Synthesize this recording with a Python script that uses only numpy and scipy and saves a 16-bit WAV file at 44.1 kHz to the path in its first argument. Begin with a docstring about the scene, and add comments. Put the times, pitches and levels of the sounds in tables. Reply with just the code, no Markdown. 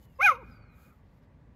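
"""A big cat on a grassy slope, heard from one microphone in the open, over a low rumble and steady air.
Grass swishes at its first steps while far birds whistle. At 0.19 s it gives one short chirp, a clear
voice with a breathy rasp that arches up and down in pitch and is gone by 0.45 s. The hillside returns
a long faint tail, a far bird whistles again, and the steps swish on until about 1.3 s."""
import sys
import numpy as np
from scipy import signal
from scipy.fft import rfft, irfft
from scipy.io import wavfile
from scipy.ndimage import uniform_filter1d

SR = 44100
rng = np.random.default_rng(int(sys.argv[2]) if len(sys.argv) > 2 else 0)


def wrap_up_sound(samples):
    """Save the sound to the file named by the first command line argument, as 16-bit audio."""
    columns = np.atleast_2d(samples).T
    # keep every value between -1 and 1, then stretch to whole-number steps
    tamed = np.clip(columns, -1, 1)
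    steps = np.round(tamed * 32767).astype(np.int16)
    wavfile.write(sys.argv[1], SR, steps)


N = 68355
t = np.arange(N) / SR


def amp(db):
    """Decibels to amplitude."""
    return 10 ** (np.asarray(db) / 20)


def rms_one(x):
    """Scale to rms 1."""
    return x / np.sqrt(np.mean(x ** 2) + 1e-20)


def energy_one(x):
    """Scale to total energy 1."""
    return x / np.linalg.norm(x)


def in_time(rows):
    """Columns joined by straight lines in time, held at the ends."""
    times, *columns = np.transpose(rows)
    return [np.interp(t, times, column) for column in columns]


def sounding(rows):
    """A soft-edged gate, open from the first row's time to the last."""
    return uniform_filter1d(((t >= rows[0][0]) & (t < rows[-1][0])) * 1., size=200)


def swell(peak_s, rise_s, fall_s):
    """A bell curve with its own width on each side."""
    return np.exp(-((t - peak_s) / np.where(t < peak_s, rise_s, fall_s)) ** 2 / 2)


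def at_hz(spectrum, hz):
    """A spectrum's level in dB, read along log frequency."""
    freqs, db = np.transpose(spectrum)
    return np.interp(np.log(np.maximum(hz, 1)), np.log(freqs), db)


def drift(rate_hz):
    """Smooth random wander, rms 1."""
    pole = np.exp(-2 * np.pi * rate_hz / SR)
    return rms_one(signal.lfilter([1], [1, -2 * pole, pole * pole], rng.standard_normal(N + SR))[SR:])


def coloured(noise, spectrum):
    """Noise shaped by a spectrum and cut below its first row, rms 1."""
    hz = np.arange(N // 2 + 1) * SR / N
    low_cut = np.minimum(1, (hz / spectrum[0][0]) ** 6)
    return rms_one(irfft(rfft(noise) * amp(at_hz(spectrum, hz)) * low_cut, N))


# The cat's voice, in the foreground: t/s, pitch f/Hz, effort/dB, 2nd harmonic gain/dB, 4th harmonic gain/dB
CAT_VOICE = [(.187, 529, -53.5, -6, -28.5), (.195, 530, -39.5, 0, -14), (.202, 528, -34, 3.5, -5),
             (.208, 575.8, -24, -1, -13), (.214, 702.1, -22, 1, -20.5), (.22, 721.6, -23.5, 3.5, -15),
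             (.226, 763.3, -18.5, 10, -13), (.232, 782.8, -14.5, 16, -14), (.238, 820, -24.5, 8, -28),
             (.248, 823, -18.5, 11, -5.5), (.256, 825.8, -19, 19.5, -1.5), (.264, 776.6, -13.5, 18.5, -11),
             (.28, 714.2, -19.5, 5, -12), (.296, 632, -17.5, 4.5, -32), (.306, 597.5, -24.5, 1, -8),
             (.322, 527.8, -35, 8, 3), (.334, 513, -41.5, -10.5, -15.5), (.348, 465, -50.5, 1.5, -10),
             (.362, 464, -54, 4.5, 9), (.374, 479.7, -60, 10, -18), (.388, 533, -45, -17.5, -29),
             (.4, 530, -50, -9.5, -21), (.424, 448.2, -59, 9.5, -9), (.432, 412.2, -52.5, -12, -18),
             (.44, 233.2, -63.5, -5.5, -28), (.452, 148.7, -59.5, -22, -25)]
# Resonances of its throat: f/Hz, gain/dB
THROAT_RESONANCES = [(200, 7), (520, 0.5), (620, -28.5), (720, -18.5), (790, -14), (830, -6), (1000, 0.5),
                     (1230, -1), (1420, -4), (1560, -24), (1660, -26), (1820, -26.5), (1950, -20),
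                     (2140, -2.5), (2300, -9.5), (2470, 2), (2700, -5.5), (3000, -15), (3300, -24),
                     (3700, -15.5), (4200, -28), (4600, -27.5), (6400, -25), (6900, -35), (7300, -55)]
# Air rushing in the throat: f/Hz, relative level/dB
RASP_SPECTRUM = [(1650, -42.5), (2800, 3), (3400, -7), (4000, -11), (4760, -17), (6470, -5), (6900, -25),
                 (7200, -30.5), (8800, -20.5), (10000, -11.5), (12700, -11), (13400, -21), (14500, -15),
                 (15600, -27)]
# That rush through the call: t/s, relative level/dB
RASP_ENVELOPE = [(.19, -89), (.205, -73), (.22, -55.5), (.232, -53), (.25, -51), (.268, -48.5),
                 (.285, -53.5), (.31, -61.5), (.335, -74.5), (.355, -75.5), (.37, -89.5), (.39, -105)]


def chirp():
    """Clean harmonics shaped by the throat, high ones wavering, plus air noise pulsing with each cycle."""
    hz, effort_db, second_db, fourth_db = in_time(CAT_VOICE)
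    rasp_db, = in_time(RASP_ENVELOPE)
    hz = uniform_filter1d(hz, size=200) * (1 + .002 * drift(rate_hz=150))  # slight jitter
    phase = 2 * np.pi * np.cumsum(hz) / SR
    voice = 0
    for k in range(1, 13):
        waver_db = 4 * drift(rate_hz=50)
        if k <= 4:
            db = effort_db + (k == 2) * second_db + (k == 4) * fourth_db
        else:  # high harmonics rise and fall with the rasp
            db = rasp_db + 20.5 + waver_db
        voice += amp(db + at_hz(THROAT_RESONANCES, k * hz)) * np.sin(k * phase)
    pulsing = 1 + .4 * np.cos(phase)
    rasp = amp(rasp_db + 8.5) * coloured(rng.standard_normal(N) * pulsing, RASP_SPECTRUM)
    return np.sqrt(2) * voice * sounding(CAT_VOICE) + rasp * sounding(RASP_ENVELOPE)


# Echoes off the ground and a shelter nearby: delay t/s, level/dB
NEAR_ECHOES = [(.018, -21), (.033, -27), (.055, -25.5)]


def hillside(sound, tail_t60_s=.99, scatter_t60_s=.22):
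    """The sound with near echoes, a short scatter, a dull long tail and one blurred far echo."""
    late_s = np.maximum(t - .03, 0)
    build_up = 1 - np.exp(-late_s / .05)
    tail = amp(-35) * energy_one(build_up * amp(-60 * late_s / tail_t60_s))
    # The return from a far slope ends at its ridge.
    far_echo = amp(-46) * energy_one(swell(peak_s=.645, rise_s=.28, fall_s=.01))
    dull = signal.butter(2, 3000, fs=SR, output="sos")
    far = signal.sosfilt(dull, (tail + far_echo) * rng.standard_normal(N))
    scatter = amp(-23) * energy_one(amp(-60 * t / scatter_t60_s) * rng.standard_normal(N))
    response = far + scatter
    for delay_s, db in NEAR_ECHOES:
        response[int(delay_s * SR)] += amp(db)
    return sound + signal.fftconvolve(sound, response)[:N]


# Steps through the grass: peak t/s, hiss level/dB, crunch level/dB, rise t/s, fall t/s
STEP_SWISHES = [(.045, -70.5, -79.5, 0.049, 0.011), (0.141, -78, -88.5, 0.049, 0.11),
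                (0.521, -80.5, -80, 0.079, 0.042), (.835, -71, -81.5, 0.059, 0.057),
                (.98, -88, -94, 0.039, .03), (1.07, -96, -87, .015, 0.037), (1.18, -86, -91, 0.053, 0.017),
                (1.23, -88, -82, 0.008, 0.018)]
# Hiss of the blades: f/Hz, relative level/dB
BLADE_SPECTRUM = [(1650, -64), (2800, -8.5), (4760, -9), (5860, -20.5), (6200, -6.5), (7050, -3),
                  (8870, -17), (10000, -7), (12100, -1.5), (13100, -0.5), (15500, -8)]


def grass(clicks_per_s=6000):
    """Dense tiny blade clicks under a soft swell for each swish: a bright hiss and a duller crunch."""
    clicks = (rng.random((2, N)) < clicks_per_s / SR) * rng.standard_normal((2, N))
    hiss = coloured(clicks[0], BLADE_SPECTRUM)
    crunch_band = signal.butter(2, [2999, 5100], "band", fs=SR, output="sos")
    crunch = rms_one(signal.sosfilt(crunch_band, clicks[1]))
    return sum(swell(peak_s, rise_s, fall_s) * (amp(hiss_db) * hiss + amp(crunch_db) * crunch)
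               for peak_s, hiss_db, crunch_db, rise_s, fall_s in STEP_SWISHES)


# Birds far from the microphone, one list a whistle: t/s, f/Hz, level/dB
FAR_WHISTLES = [
    [(0, 3020, -86), (.06, 2980, -85), (.075, 2950, -90), (.1, 2850, -85), (.14, 2720, -81),
     (.165, 2650, -95)],
    [(.135, 5600, -92), (.155, 5150, -83), (.185, 4800, -83), (.2, 4800, -95)],
    [(.46, 5700, -95), (.49, 5420, -84), (.505, 5090, -76), (.522, 4900, -69), (.545, 4720, -77),
     (.575, 4690, -70), (.605, 4550, -84), (.635, 4460, -79), (.665, 4290, -87), (.685, 4230, -79),
     (.71, 4050, -83), (.738, 3890, -77), (.75, 3860, -95)],
]


def birds(flutter_db=4.5):
    """Falling near-sine whistles that flutter in level and pitch."""
    whistles = 0
    for rows in FAR_WHISTLES:
        hz, db = in_time(rows)
        level = amp(db + flutter_db * drift(rate_hz=60)) * sounding(rows)
        hz = hz * (1 + .005 * drift(rate_hz=90))
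        whistles += np.sqrt(2) * level * np.sin(2 * np.pi * np.cumsum(hz) / SR)
    return whistles


# Rumble in the distance: f/Hz, relative level/dB
RUMBLE_SPECTRUM = [(12, -65.5), (20, -36), (36, -8), (49, 3.5), (124, -1), (201, -6), (255, -7),
                   (290, -12.5), (335, -17), (600, -20.5), (780, -44.5), (1320, -120)]
# Its course at the microphone: t/s, level/dB
RUMBLE_ENVELOPE = [(0.0, -54.5), (0.012, -56.5), (0.426, -54), (0.452, -50.5), (0.854, -56.5), (0.88, -51),
                   (0.922, -57.5), (1.514, -56), (1.55, -58.5)]


def rumble(lumps_db=1):
    """Far low noise, lumpy in level."""
    db, = in_time(RUMBLE_ENVELOPE)
    return amp(db + lumps_db * drift(rate_hz=10)) * coloured(rng.standard_normal(N), RUMBLE_SPECTRUM)


# Open air all around the microphone: f/Hz, relative level/dB
AIR_SPECTRUM = [(290, -30), (500, -8.5), (706, -11.5), (1010, -9.5), (1070, -20.5), (1130, -8),
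                (1240, -18.5), (1880, -16), (2970, -28), (10400, -45.5), (15500, -46.5)]


def outdoor_air():
    """A faint steady hush above the rumble."""
    return amp(-70.5) * coloured(rng.standard_normal(N), AIR_SPECTRUM)


def scene():
    """Cat and birds echo off the hillside; grass, rumble and air join them in one channel."""
    return (hillside(chirp() + birds()) + grass() + rumble() + outdoor_air())[None]


def record(dry, cutoff_hz=15665):
    """The highest treble is cut steeply."""
    return signal.sosfilt(signal.ellip(12, .3, 85, cutoff_hz, fs=SR, output="sos"), dry)


dry = scene()
out = record(dry)
wrap_up_sound(out)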